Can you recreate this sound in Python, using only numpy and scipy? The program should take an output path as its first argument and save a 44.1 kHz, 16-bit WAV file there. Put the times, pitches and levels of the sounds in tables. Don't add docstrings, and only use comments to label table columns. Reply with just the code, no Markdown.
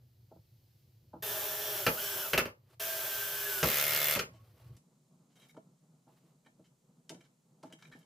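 import sys
import numpy as np
from scipy import signal
from scipy.fft import rfft, irfft
from scipy.io import wavfile

SR = 44100
rng = np.random.default_rng(int(sys.argv[2]) if len(sys.argv) > 2 else 0)


def persist_wave(psi):
    counts = np.round(np.clip(psi, -1, 1) * 32767).astype(np.int16)
    wavfile.write(sys.argv[1], SR, np.atleast_2d(counts).T)


N = 355005
TIME = np.arange(N) / SR
FIRST_BLOW_S = 3.6425


def amp(db):
    return 10 ** (np.asarray(db) / 20)


def rms_one(x):
    return x / np.sqrt(np.mean(x ** 2) + 1e-20)


def in_time(rows):
    s, *columns = np.transpose(rows)
    return [np.interp(TIME, s, column) for column in columns]


def colour(x, spectrum):
    size = 8192
    hz, db = np.transpose(spectrum)
    bins_hz = np.fft.rfftfreq(size, 1 / SR)
    gain = amp(np.interp(np.log(bins_hz + 1), np.log(hz), db))
    cepstrum = irfft(np.log(gain))
    cepstrum[1:size // 2] *= 2
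    cepstrum[size // 2 + 1:] = 0
    response = irfft(np.exp(rfft(cepstrum)))
    return signal.fftconvolve(x, response)[:len(x)]


def noise(spectrum):
    return rms_one(colour(rng.standard_normal(N + SR), spectrum)[SR:])


def drift(rate_hz):
    r = np.exp(-80 * np.pi * rate_hz / SR)
    slow = signal.lfilter([1], [1, -2 * r, r * r], rng.standard_normal(N // 40 + 2002))[2000:]
    return np.interp(np.arange(N) / 40, np.arange(len(slow)), rms_one(slow))


def ring(x, modes):
    out = 0
    for hz, db, t60_s in modes:
        r = amp(-60 / (max(t60_s, .005) * SR))
        w = 2 * np.pi * hz / SR
        out = out + signal.lfilter([0, amp(db) * np.sin(w)], [1, -2 * r * np.cos(w), r * r], x + 1e-18)
    return out


def band(x, order, low_hz, high_hz):
    return signal.sosfilt(signal.butter(order, [low_hz, high_hz], "band", fs=SR, output="sos"), x)


def high_pass(x, hz):
    return signal.sosfilt(signal.butter(4, hz, "high", fs=SR, output="sos"), x)


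def add(out, s, sound, db):
    i = round(s * SR)
    out[i:i + len(sound)] += (amp(db) * sound / np.abs(sound).max())[:N - i]


def dying(t60_s, rise_s=0, hold_s=0):
    t = np.arange(SR // 3) / SR
    fall = amp(-60 * np.maximum(t - hold_s, 0) / t60_s)
    swell = np.minimum(1, (t + 1e-4) / (rise_s + 1e-4))
    return rng.standard_normal(len(t)) * fall * swell


def strokes(rows):
    fade_s = 0.022
    gain = 0
    for start, end, start_db, end_db in rows:
        times = [start - fade_s, start, end, end + fade_s]
        levels = [start_db - 40, start_db, end_db, end_db - 38]
        gain = gain + amp(np.interp(TIME, times, levels, -150, -150))
    return gain


def motor():
    # [time_s, turns_per_s]
    speed = [(1.22, 434), (1.52, 421), (1.65, 418.5), (1.8, 416), (1.85, 345), (1.865, 315), (1.96, 315),
             (1.975, 342), (1.99, 368), (2.005, 390), (2.05, 404), (2.19, 403), (2.225, 392), (2.255, 350),
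             (2.47, 200), (2.79, 421), (2.95, 417), (3.32, 410), (3.45, 406), (3.54, 399), (3.62, 378)]
    # [multiple_of_turns, then levels before the changes below: start_db,
    # before_first_slip_db, after_first_slip_db, second_screw_start_db, second_screw_end_db]
    whine = [(1.0, -7, -7, -16, -14, -8), (1.495, -13, -4, -22, -38, -22), (1.565, -20, -25, -13, 1.5, -30),
             (1.94, -12, -13, -24, -36, -22), (2.92, -44, -40, -22, -29, -18), (3.79, -10, -16, -8, -4, -1),
             (3.97, -14, -15, -14, -22, -22), (4.07, -42, -41, -9, -20, -22),
             (4.18, -11, -11, -15, -16, -5), (5.95, -41, -28, -28, -13, -15),
             (7.58, -20, -12, -7, -14, -13), (7.88, -16, -18, -13, -18, -26),
             (8.32, -14, -14, -7, -15, -20), (13.45, -20, -7, -6, -13, -20),
             (14.93, -26, -24, -14, -17, -24), (19.25, -30, -30, -13, -30, -32),
             (19.53, -28, -26, -30, -13, -14)]
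    stages_s = (1.33, 1.5, 1.89, 1.91, 2.6, 2.9, 3.15, 3.5)
    # [frequency_hz, level_db_per_hz]
    hiss_shape = [(530, -36.5), (900, -12.5), (956, -20.5), (1170, -12.5), (1460, -9), (1590, -6),
                  (2020, -12.5), (3100, -8), (3400, -6.5), (3750, -10), (4250, -12), (5550, -10),
                  (5960, -10), (9310, -13.5), (11600, -3.5), (15100, -1), (16000, -11)]
    # [frequency_hz, level_db_per_hz]
    shake_shape = [(24, -67), (40, -46), (102, -11), (293, -20.5), (407, -1), (450, -16), (633, 2),
                   (709, -14.5), (806, -9.5), (1200, -13.5), (1560, -42), (2640, -120)]
    # [start_s, release_s, coast_to_silence_s, base_hiss_db, wood_shaking_db,
    # tone_strength_db (against the hiss)]
    runs = [(1.225, 2.274, 0.245, -37.5, -49, -5.5), (2.798, 4.103, 0.15, -37, -51.5, -6)]
    midway_db = -3
    labour_hiss_db, labour_tone_db = -12, 28
    stall_loss, stall_db = .15, -350
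    hammering_hiss_db, hammering_tone_db = 1.5, -34
    gear_lines, gear_db = 48, -12
    spin_up_s, coast_curve = 0.005, 2

    turns = in_time(speed)[0]
    angle = 2 * np.pi * np.cumsum(turns) / SR
    bogged = np.maximum(0, 1 - turns / 400)
    hammering = np.clip((TIME - FIRST_BLOW_S) / .03 + .5, 0, 1)

    tones = 0
    for k, early, first, second, start, end in whine:
        middle = (start + end) / 2 + midway_db
        db = np.interp(TIME, stages_s, [early, first, first, second, second, start, middle, end])
        db += 2.8 * drift(20) - (k ** 4 / 150 + 80 * (k < 2)) * bogged
        tones = tones + amp(db) * np.sin(k * angle + .18 * np.sqrt(k) * drift(10))
    labour_db = labour_tone_db * bogged + stall_db * np.maximum(0, bogged - stall_loss)
    tones = tones * amp(labour_db + hammering_tone_db * hammering)

    hiss = noise(hiss_shape) * amp(0.87 * drift(300) + 0.48 * drift(4.2))
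    gears = 0
    for k in np.geomspace(2.2, 21, gear_lines) * rng.uniform(.98, 1.02, gear_lines):
        gears = gears + amp(3 * drift(12)) * np.sin(k * angle + 1.5 * drift(20))
    gear_gain = amp(gear_db - 60 * bogged - 20 * hammering)
    hiss = hiss + gear_gain * rms_one(colour(gears, hiss_shape))

    shake = noise(shake_shape) * amp(2 * drift(7.1))
    out = 0
    for start, release, coast, hiss_db, shake_db, tone_db in runs:
        spin_up = np.clip((TIME - start) / spin_up_s + .5, 0, 1)
        coasting = amp(-60 * np.clip((TIME - release) / coast, 0, 2) ** coast_curve)
        loud = amp(hiss_db + labour_hiss_db * bogged + hammering_hiss_db * hammering)
        out = out + spin_up * coasting * (loud * (hiss + amp(tone_db) * tones) + amp(shake_db) * shake)
    return out


def hammer():
    # [frequency_hz, level_db_per_hz]
    anvil = [(35, -55.5), (60, -22.5), (103, -29.5), (142, -7.5), (233, -12.5), (315, -14), (540, 5.5),
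             (579, -2.5), (862, -5), (2090, 8), (3500, 1), (3940, -1.5), (9130, -6), (12400, -19.5),
             (16000, -37.5)]
    # [pitch_hz, relative_level_db, t60_s]
    tool = [(146, -17, 0.07), (588, -13, 0.1), (2135, -6, 0.06), (665, -14, .1), (1400, -16, 0.08),
            (1255, -16, 0.06), (1830, -14, 0.06), (2770, -14, 0.03)]
    # [pitch_hz, relative_level_db, t60_s]
    bit = [(3480, -4, 0.06)]
    # [time_s, level_db]
    seating = [(3.95, -9), (4.03, 0)]
    beat_s, blows = .01356, 38
    settle_s, settle_blows = .0072, 4.5
    hammer_db = -24.5
    clack_db, blow_spread_db = -28.5, 1.8

    out, clicks = np.zeros(N), np.zeros(N)
    number = np.arange(blows)
    lateness = settle_s * (1 - np.exp(-number / settle_blows))
    for at in FIRST_BLOW_S + beat_s * number + lateness:
        db = hammer_db + 1.2 * rng.standard_normal()
        add(out, at, band(dying(0.0058, 0.00062), 3, 11000, 15800), db + 7.0)
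        add(out, at, band(dying(.02), 2, 3000, 6200), clack_db + blow_spread_db * rng.standard_normal())
        add(out, at, colour(dying(0.17), anvil), db - 5.0)
        clicks[round(at * SR)] = amp(hammer_db + 1.5 * rng.standard_normal())
    seated = amp(in_time(seating)[0])
    ringing = ring(clicks, tool) + seated * ring(clicks, bit)
    return high_pass(out + amp(-8) * ringing, 125)


def slips():
    # [time_s, bang_peak_db, wood_boom_peak_db, bright_crack_peak_db]
    slip_rows = [(1.865, -13.5, -21, -26.5), (2.3328, -14, -24, -31), (2.377, -13.5, -22, -24),
                 (2.455, -31.5, -29.5, -46), (3.6289, -16.5, -21, -23), (4.16, -25, -27, -35),
                 (4.192, -22.5, -29.5, -25.5)]
    # [frequency_hz, level_db_per_hz]
    bang = [(410, -31), (700, -5.5), (922, -25), (1250, 2), (1920, -0.5), (2160, 0.5), (2800, 0.5),
            (3840, -15.5), (4610, -11), (7590, -24), (14000, -12.5), (16000, -20)]
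    # [frequency_hz, level_db_per_hz]
    boom = [(18, -47.5), (30, -15), (156, 2.5), (299, -2.5), (389, 2), (581, 7), (721, -8.5), (829, -6),
            (982, -9), (1200, -6), (1560, -33), (2640, -120)]
    t60_s = 0.12

    out = np.zeros(N)
    for s, db, boom_db, crack_db in slip_rows:
        add(out, s, colour(dying(t60_s) + amp(-2.0) * dying(0.019), bang), db)
        add(out, s, colour(dying(1.8 * t60_s), boom), boom_db)
        add(out, s, band(dying(0.56 * t60_s), 2, 3300, 6500), crack_db)
    return out


def blade():
    # [time_s, peak_db, drag_held_s, drag_t60_s, dryness_db (before a
    # common 19 dB), favoured_pitch_hz]
    touches = [(4.255, -64, 0, .03, 15, 12000), (4.3328, -58, 0.038, 0.1, 0, 2700),
               (4.765, -55.5, 0.0066, .06, 12, 4060), (5.3, -67.5, 0.039, 0.06, 6, 2390),
               (5.3553, -58, .022, 0.05, -6, 3300), (5.396, -56, .03, 0.08, -10, 4000),
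               (5.4155, -56, .035, 0.06, -7, 3200), (5.484, -57, .028, 0.05, -8, 6000),
               (5.491, -56, .015, 0.06, -12, 2350), (5.543, -63, .005, 0.07, -4, 2200),
               (5.566, -57.5, 0.008, 0.066, -4, 2620), (6.4468, -67, 0.0021, 0.13, -4, 2500),
               (6.46, -55.5, 0.0081, 0.059, -13, 2600), (6.641, -62.5, 0.028, 0.073, 0, 2770),
               (7.093, -33.5, 0.0014, 0.09, 7, 3200), (7.1437, -53, 0, 0.054, -5, 2800),
               (7.206, -52.5, 0.0091, 0.04, -9, 2560), (7.239, -62, 0.023, 0.06, 11, 2200),
               (7.628, -49.5, 0.0057, 0.087, 24, 3000), (7.7, -60, 0.018, 0.065, -2, 1800),
               (7.724, -45, 0, 0.062, -5, 3120), (7.823, -47, 0, 0.073, -3, 1930),
               (7.8502, -49.5, 0.0027, 0.055, -16, 2510), (7.9149, -47.5, 0.026, 0.067, -18, 1840),
               (7.987, -58, 0.0096, 0.06, 16, 6000), (8.0275, -61, 0.0016, 0.057, -5, 2400)]
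    # [pitch_hz, relative_level_db, t60_s]
    band_modes = [(1776, -4, .022), (2290, -4, .02), (3150, -5, .017), (3822, -6, .016), (5800, -11, .01),
                  (7300, -15, .006)]
    # [start_s, end_s, start_db, end_db]
    slides = [(5.36, 5.46, -93, -82), (7.13, 7.27, -76, -79.5), (7.66, 7.76, -71, -86),
              (7.79, 7.9, -69, -72), (7.92, 8.05, -68.5, -80)]
    favour_db_per_octave = 15.5

    out = np.zeros(N)
    for s, db, hold, t60_s, dryness_db, hz in touches:
        drag = dying(t60_s, 0.0015, hold) * rng.exponential(1, SR // 3) ** 0.68
        modes = np.array(band_modes) + rng.standard_normal((len(band_modes), 3)) * [25, 2.5, 0]
        modes[:, 1] -= favour_db_per_octave * np.abs(np.log2(modes[:, 0] / hz))
        scratch = band(drag, 2, hz / 2.2, min(hz * 2.45, 16000))
        add(out, s, ring(drag, modes) + amp(19 + dryness_db) * scratch, db)

    grains = rng.standard_normal(N) * (rng.random(N) < .05 * amp(5 * drift(25)))
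    slide = ring(grains, band_modes) + amp(22) * band(grains, 1, 1100, 6500)
    return out + strokes(slides) * rms_one(slide)


def knocks():
    # [time_s, peak_db (before the lows are cut), t60_s, blow_centre_hz]
    knock_rows = [(0.311, -46.5, 0.1, 400), (0.358, -51.5, 0.1, 447), (1.131, -38.5, 0.12, 610),
                  (1.157, -49, 0.14, 410), (4.282, -48, 0.06, 190), (4.335, -57, 0.14, 487),
                  (5.543, -53, 0.08, 450), (5.565, -47, 0.039, 745), (5.573, -42, 0.053, 330),
                  (6.067, -57.5, 0.24, 600), (6.234, -56, 0.054, 230), (6.457, -59, 0.12, 594),
                  (6.591, -50.5, 0.087, 240), (7.099, -40.5, 0.28, 315), (7.631, -41.5, 0.1, 760),
                  (7.644, -47, 0.15, 300), (7.701, -52.5, 0.23, 600), (7.73, -49.5, 0.1, 300),
                  (7.947, -48.5, 0.13, 295)]
    # [pitch_hz, relative_level_db, t60_s]
    plywood = [(182, -4, 0.23), (330, 2.5, 0.061), (495, 3.5, 0.0076), (658, 5, 0.059), (890, 17.5, 0.0095),
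               (1330, 10, 0.01)]

    out = np.zeros(N)
    for s, db, t60_s, hz in knock_rows:
        blow = band(dying(t60_s, rise_s=.005), 2, hz / 2.7, hz * 1.56)
        add(out, s, ring(blow, plywood) + amp(29.5) * blow, db)
    return high_pass(out, 130)


def rustle():
    # [start_s, end_s, start_db, end_db]
    swishes = [(2.62, 2.745, -86, -63.5), (4.29, 4.58, -72.5, -73.5), (4.58, 4.76, -68, -72.5),
               (5.36, 5.48, -71, -73), (6.08, 6.32, -75.5, -80.5)]
    # [frequency_hz, level_db_per_hz]
    cloth = [(180, -32.5), (300, -6.5), (584, -4), (1030, -13.5), (1120, -8.5), (1300, -14), (4750, -19.5),
             (7080, -25.5), (16000, -22.5)]
    return strokes(swishes) * amp(2.0 * drift(40)) * noise(cloth)


def room_tone():
    # [time_s, hum_db, hiss_db]
    air = [(0.0, -65.5, -78), (0.76, -65.5, -74), (1.2, -64.5, -78), (2.7, -69, -81.5), (4.32, -62, -87),
           (4.52, -64, -76), (4.7, -56, -79), (4.76, -58, -82), (4.78, -68.5, -82), (7.52, -71, -83),
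           (8.05, -64, -83)]
    # [frequency_hz, level_db_per_hz]
    early_hum = [(15, -68), (25, -47), (113, -4.5), (132, -6.5), (167, -20), (295, -33), (344, -26),
                 (437, -40.5), (476, -32.5), (1500, -55), (1950, -88), (3300, -120)]
    # [frequency_hz, level_db_per_hz]
    early_hiss = [(880, -44.5), (1500, -14.5), (1740, -10.5), (1980, -11), (4500, -3), (9280, -15),
                  (11700, -6), (16000, -3)]
    # [frequency_hz, level_db_per_hz]
    late_hum = [(15, -67), (25, -39), (92, -32), (136, 1), (156, 4), (295, -10.5), (327, -14), (437, -14),
                (1240, -26.5), (1500, -35), (1950, -60), (3300, -120)]
    # [frequency_hz, level_db_per_hz]
    late_hiss = [(880, -26), (1500, -16), (1940, -21), (2770, -5), (3920, 1), (5220, 0), (7100, 5),
                 (16000, -11)]
    # [start_s, end_s, start_db, end_db (before wavering)]
    thin_tone = [(4.28, 4.45, -76, -82), (4.54, 4.72, -80, -77)]
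    colour_change_s, thin_tone_hz = 4.768, 1110

    hum_db, hiss_db = in_time(air)
    hum = np.where(TIME < colour_change_s, noise(early_hum), noise(late_hum))
    hiss = np.where(TIME < colour_change_s, noise(early_hiss), noise(late_hiss))
    tone = np.sin(2 * np.pi * thin_tone_hz * TIME + 1.6 * drift(20))
    tone = strokes(thin_tone) * tone * amp(4 * drift(15))
    return amp(hum_db + 2.2 * drift(8.5)) * hum + amp(hiss_db) * hiss + tone


def workshop(x):
    # [frequency_hz, gain_db]
    width = [(60, -16), (110, -41.5), (200, -24.5), (380, -20.5), (700, -14.5), (1290, -1.5), (2380, -7.5),
             (4400, -8), (8120, -1), (15000, -9)]
    room_t60_s, room_db = 0.17, -11

    tail = dying(room_t60_s)
    other = dying(room_t60_s) * (1 - amp(-600 * np.arange(SR // 3) / SR))
    mid = x + amp(room_db) * signal.fftconvolve(x, tail / np.linalg.norm(tail))[:N]
    side = colour(signal.fftconvolve(x, other / np.linalg.norm(other))[:N], width)
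    return np.array([mid + side, mid - side])


def scene():
    return workshop(motor() + hammer() + slips() + blade() + knocks() + rustle() + room_tone())


def record(dry):
    # [frequency_hz, level_db_per_hz]
    mic_noise = [(20, -9.5), (60, -4), (130, -13), (300, -1.5), (1300, -16), (2400, -16), (5500, -30.5),
                 (16000, -25)]
    own = amp(-81.5) * np.array([noise(mic_noise), noise(mic_noise)])
    return signal.sosfilt(signal.cheby2(14, 70, 16250, fs=SR, output="sos"), dry + own)


dry = scene()
out = record(dry)
persist_wave(out)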